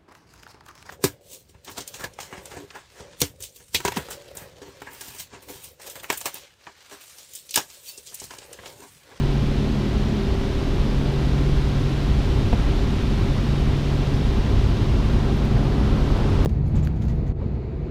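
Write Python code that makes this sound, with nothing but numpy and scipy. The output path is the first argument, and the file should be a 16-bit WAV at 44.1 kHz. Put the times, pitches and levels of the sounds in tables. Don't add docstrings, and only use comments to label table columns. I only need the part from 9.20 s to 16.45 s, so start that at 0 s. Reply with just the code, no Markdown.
import sys
import numpy as np
from scipy import signal
from scipy.fft import rfft, irfft
from scipy.io import wavfile
from scipy.ndimage import uniform_filter1d

SR = 44100
rng = np.random.default_rng(int(sys.argv[2]) if len(sys.argv) > 2 else 0)


def waveform_to_disk(signal):
    frames = np.transpose(np.atleast_2d(signal))
    scaled = np.clip(frames, -1, 1) * 32767
    samples = np.round(scaled).astype(np.int16)
    wavfile.write(sys.argv[1], SR, samples)


N = 319725
T = np.arange(N) / SR
HZ = np.fft.rfftfreq(N, 1 / SR)
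HIT_T = np.arange(SR // 5) / SR


def amp(db):
    return 10 ** (np.asarray(db) / 20)


def unit(x):
    return x / np.sqrt(np.mean(x ** 2) + 1e-20)


def colour(x, eq, extra_db=0):
    hz, db = np.transpose(eq)
    eq_db = np.interp(np.log(HZ + 1), np.log(hz), db) + extra_db
    return unit(irfft(rfft(x) * amp(eq_db), N))


def drift(rate):
    lowpass = np.exp(-(HZ / rate) ** 2) * (HZ > 0)
    return unit(irfft(rfft(rng.standard_normal(N)) * lowpass, N))


def approach(far, near):
    return far + (near - far) * T / T[-1]


def swell(s, length):
    return np.exp(-(2 * (T - s) / length) ** 2)


def lifts(rows):
    return sum(np.outer(dbs, swell(s, length)) for s, length, *dbs in rows)


def add(mix, s, sound):
    part = mix[round(s * SR):][:len(sound)]
    part += sound[:len(part)]


def impacts(per_s, spread_db):
    size = amp(spread_db * np.minimum(rng.exponential(1, N), 4))
    return unit(size * rng.choice([-1, 1], N) * (rng.random(N) < per_s / SR))


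def buffeting(eq, level_db):
    noise = colour(rng.standard_normal(N), eq)
    envelope = np.sqrt(uniform_filter1d(noise ** 2, size=5000) + 1e-6)
    return noise / envelope * amp(level_db)


# f/Hz, gain/dB
CABIN_EQ = [(5, -40), (14, -11), (25, -8), (33, -3), (42, 0), (52, -2), (63, -1), (73, -12), (100, -22),
            (160, -34), (1000, -100)]
# f/Hz, gain/dB
ROOF_EQ = [(60, -40), (82, -12), (88, -6), (96, 0), (106, -5), (126, -7), (155, -20), (1000, -100)]
# t/s, length/s, cabin lift/dB, roof lift/dB
WATER_SURGES = [(2.3, .4, 3, -2), (2.94, 0.14, 4, 2), (3.147, 0.32, -0.5, 6), (4.0, 0.17, 3.5, 4),
                (5.07, 0.13, 5, -0.5), (5.4, 0.7, -1, 4.5), (5.94, 0.068, 3, 4.5), (6.38, .2, 1.5, 4)]

def rumble(gusts_per_s=6.3, cabin_gust_db=2.0, roof_gust_db=1.5):
    cabin_lift_db, roof_lift_db = lifts(WATER_SURGES)
    cabin_db = approach(-24.5, -20.5) + cabin_lift_db + cabin_gust_db * drift(gusts_per_s)
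    roof_db = approach(-31, -25.5) + roof_lift_db + roof_gust_db * drift(gusts_per_s)
    return buffeting(CABIN_EQ, cabin_db) + buffeting(ROOF_EQ, roof_db)


# f/Hz, width/Hz, lift/dB
PANEL_PEAKS = [(550, 17, 4), (700, 52, 2.5), (827, 42, 2), (1018, 61, 2.5), (1346, 41, 2), (1593, 27, 5),
               (1848, 42, 2), (1970, 39, 4), (2315, 66, 2), (2740, 45, 1), (3000, 45, 1)]

def panel_resonance():
    return sum(db / (1 + (2 * (HZ - hz) / width) ** 2) for hz, width, db in PANEL_PEAKS)


# f/Hz, gain/dB
DRUM_EQ = [(20, -60), (100, -15), (140, 0), (185, 1.8), (235, 2.7), (290, -1.2), (360, -5), (410, -3.8),
           (460, -10.7), (650, -14.3), (1000, -18.7), (1400, -24), (2000, -34), (9000, -90)]
# t/s, length/s, lift/dB
PELTING_SWELLS = [(1.7, 2, 0.7), (7.0, 2.2, 2.5)]

def drumming(panel_db, level_db=-28):
    patter = colour(impacts(per_s=2500, spread_db=1.5), DRUM_EQ, panel_db)
    return patter * amp(level_db + lifts(PELTING_SWELLS)[0])


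# f/Hz, gain/dB
SPRAY_EQ = [(300, -12), (1000, -1), (2000, -.8), (3000, 0), (3800, -1), (4500, -4.5), (5600, -8.5),
            (6500, -13), (7500, -17), (9500, -21.7), (12000, -25.5), (15000, -29.3)]

def spray(panel_db, arch, level_db=-39.5, arch_db=.95, mist_db=.6):
    droplets = unit(impacts(per_s=6000, spread_db=2.0) + 1.45 * rng.standard_normal(N))
    hiss = colour(droplets, SPRAY_EQ, panel_db)
    treble = signal.sosfiltfilt(signal.butter(2, 7000, "high", fs=SR, output="sos"), hiss)
    mist = (amp(mist_db * swell(2.5, length=2.1)) - 1) * treble
    dip_db = -1.1 * swell(6.43, length=.7)
    return (hiss + mist) * amp(level_db + arch_db * arch + dip_db)


def beating(far_share, near_share, crest_s=.17, period_s=2.13):
    twin = approach(far_share, near_share) * np.exp(2j * np.pi * (T - crest_s) / period_s)
    return 20 * np.log10(abs(1 + twin))


# harmonic number, level/dB
MOTOR_HARMONICS = [(4, -43), (5, -45), (6, -59), (7, -49), (8, -54)]
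# t/s, length/s, 2nd harmonic lift/dB, 3rd harmonic lift/dB
MOTOR_SWELLS = [(.65, 1.3, -1, 12), (2.25, 0.48, 1.5, 3), (3.98, 0.46, -3, 9), (5.05, 0.85, 2, -8),
                (6.4, 1.35, .5, 13)]

def motors(hz=70.2, second_db=-29.3, third_db=-41, waver_db=1.0, slip_turns=.062):
    turns = hz * T + .018 * drift(rate=1.04)
    second_lift_db, third_lift_db = lifts(MOTOR_SWELLS)
    lines = [(2, second_db + second_lift_db + beating(far_share=.8, near_share=.2)),
             (3, third_db + third_lift_db)]
    lines += [(k, db + waver_db * drift(rate=1.8)) for k, db in MOTOR_HARMONICS]
    hum = np.zeros(N)
    for k, db in lines:
        line_turns = k * turns + slip_turns * drift(rate=2.8) + rng.random()
        hum += amp(db) * unit(np.cos(2 * np.pi * line_turns))
    return hum


# t/s, length/s, lift/dB
PUMP_LIFTS = [(.6, .4, 4.5), (1.25, .55, 6.5), (2.0, 0.28, 4.5)]

def pump(hz=389.5, level_db=-39, waver_db=1.5, waver_hz=.27):
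    db = level_db + lifts(PUMP_LIFTS)[0] + waver_db * drift(rate=3.9)
    turns = np.cumsum(hz + waver_hz * drift(rate=3.1)) / SR
    return amp(db) * unit(np.sin(2 * np.pi * turns))


def nozzle_whistle(arch, hz=10094, width_hz=11, level_db=-81.5, arch_db=3.5, flicker_db=4.0):
    turns = np.cumsum(hz + width_hz * drift(rate=60)) / SR
    db = level_db + arch_db * arch + flicker_db * drift(rate=6)
    return amp(db) * unit(np.sin(2 * np.pi * turns))


# f/Hz, gain/dB
BRUSH_EQ = [(100, -40), (300, -8), (410, 3.5), (520, .5), (750, 0), (1050, -1.3), (1350, -4), (1800, -15),
            (4000, -38), (12000, -80)]

def brushes(panel_db, far_db=-52.5, near_lift_db=15):
    slaps = impacts(per_s=2200, spread_db=3) * amp(1.4 * drift(rate=50))
    db = far_db + near_lift_db * swell(7.47, length=6.6)
    return colour(slaps, BRUSH_EQ, panel_db) * amp(db)


# f/Hz, gain/dB
WIPER_EQ = [(100, -40), (450, -3), (800, 1), (1350, 8.5), (2000, -22.5), (4000, -36), (12000, -64)]
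# t/s, level/dB
WIPER_STROKES = [(3.3, -42), (3.92, -43)]

def wiper(panel_db, stroke_s=.65, attack_s=.09, release_s=.15, fade_db_per_s=20):
    push = np.zeros(N)
    for s, db in WIPER_STROKES:
        attack = np.clip((T - s) / attack_s, 0, 1)
        release = np.clip((s + stroke_s - T) / release_s, 0, 1)
        push += attack * release * amp(db - fade_db_per_s * np.maximum(T - s, 0))
    return colour(rng.standard_normal(N), WIPER_EQ, panel_db) * push


# t/s, gain/dB
ARM_JOLTS = [(3.3295, -12.5), (3.3338, -15.5)]
# f/Hz, level/dB, t60/s
BODY_MODES = [(105, 2, .05), (225, -2, .045), (480, -11, .03), (585, -7, .03), (690, -11, .035),
              (840, -14, .03), (1500, -16, .01), (2400, -21, .01)]

def wiper_knock():
    ring = sum(amp(db - 60 * HIT_T / t60) * np.sin(2 * np.pi * hz * HIT_T) for hz, db, t60 in BODY_MODES)
    knock = np.zeros(N)
    for s, db in ARM_JOLTS:
        add(knock, s, amp(db) * ring)
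    return knock


# t/s, level before the boost/dB
GLASS_DROPS = [(6.171, -51), (6.252, -51.5), (6.258, -55), (6.888, -55)]

def drop_ticks(t60=.012, low_cut_hz=6500, boost_db=7):
    low_cut = signal.butter(2, low_cut_hz, "high", fs=SR, output="sos")
    ticks = np.zeros(N)
    for s, db in GLASS_DROPS:
        burst = rng.standard_normal(len(HIT_T)) * amp(db + boost_db - 60 * HIT_T / t60)
        add(ticks, s, signal.sosfilt(low_cut, burst))
    return ticks


def scene():
    panel_db = panel_resonance()
    arch = swell(3.9, length=3)
    water = drumming(panel_db) + brushes(panel_db) + spray(panel_db, arch)
    machines = motors() + pump() + nozzle_whistle(arch)
    return (rumble() + water + machines + wiper(panel_db) + wiper_knock() + drop_ticks())[None]


def record(dry, high_cut_hz=15320):
    high_cut = signal.firwin(1023, high_cut_hz, window=("kaiser", 9), fs=SR)
    return signal.oaconvolve(dry, high_cut[None], "same")


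dry = scene()
out = record(dry)
waveform_to_disk(out)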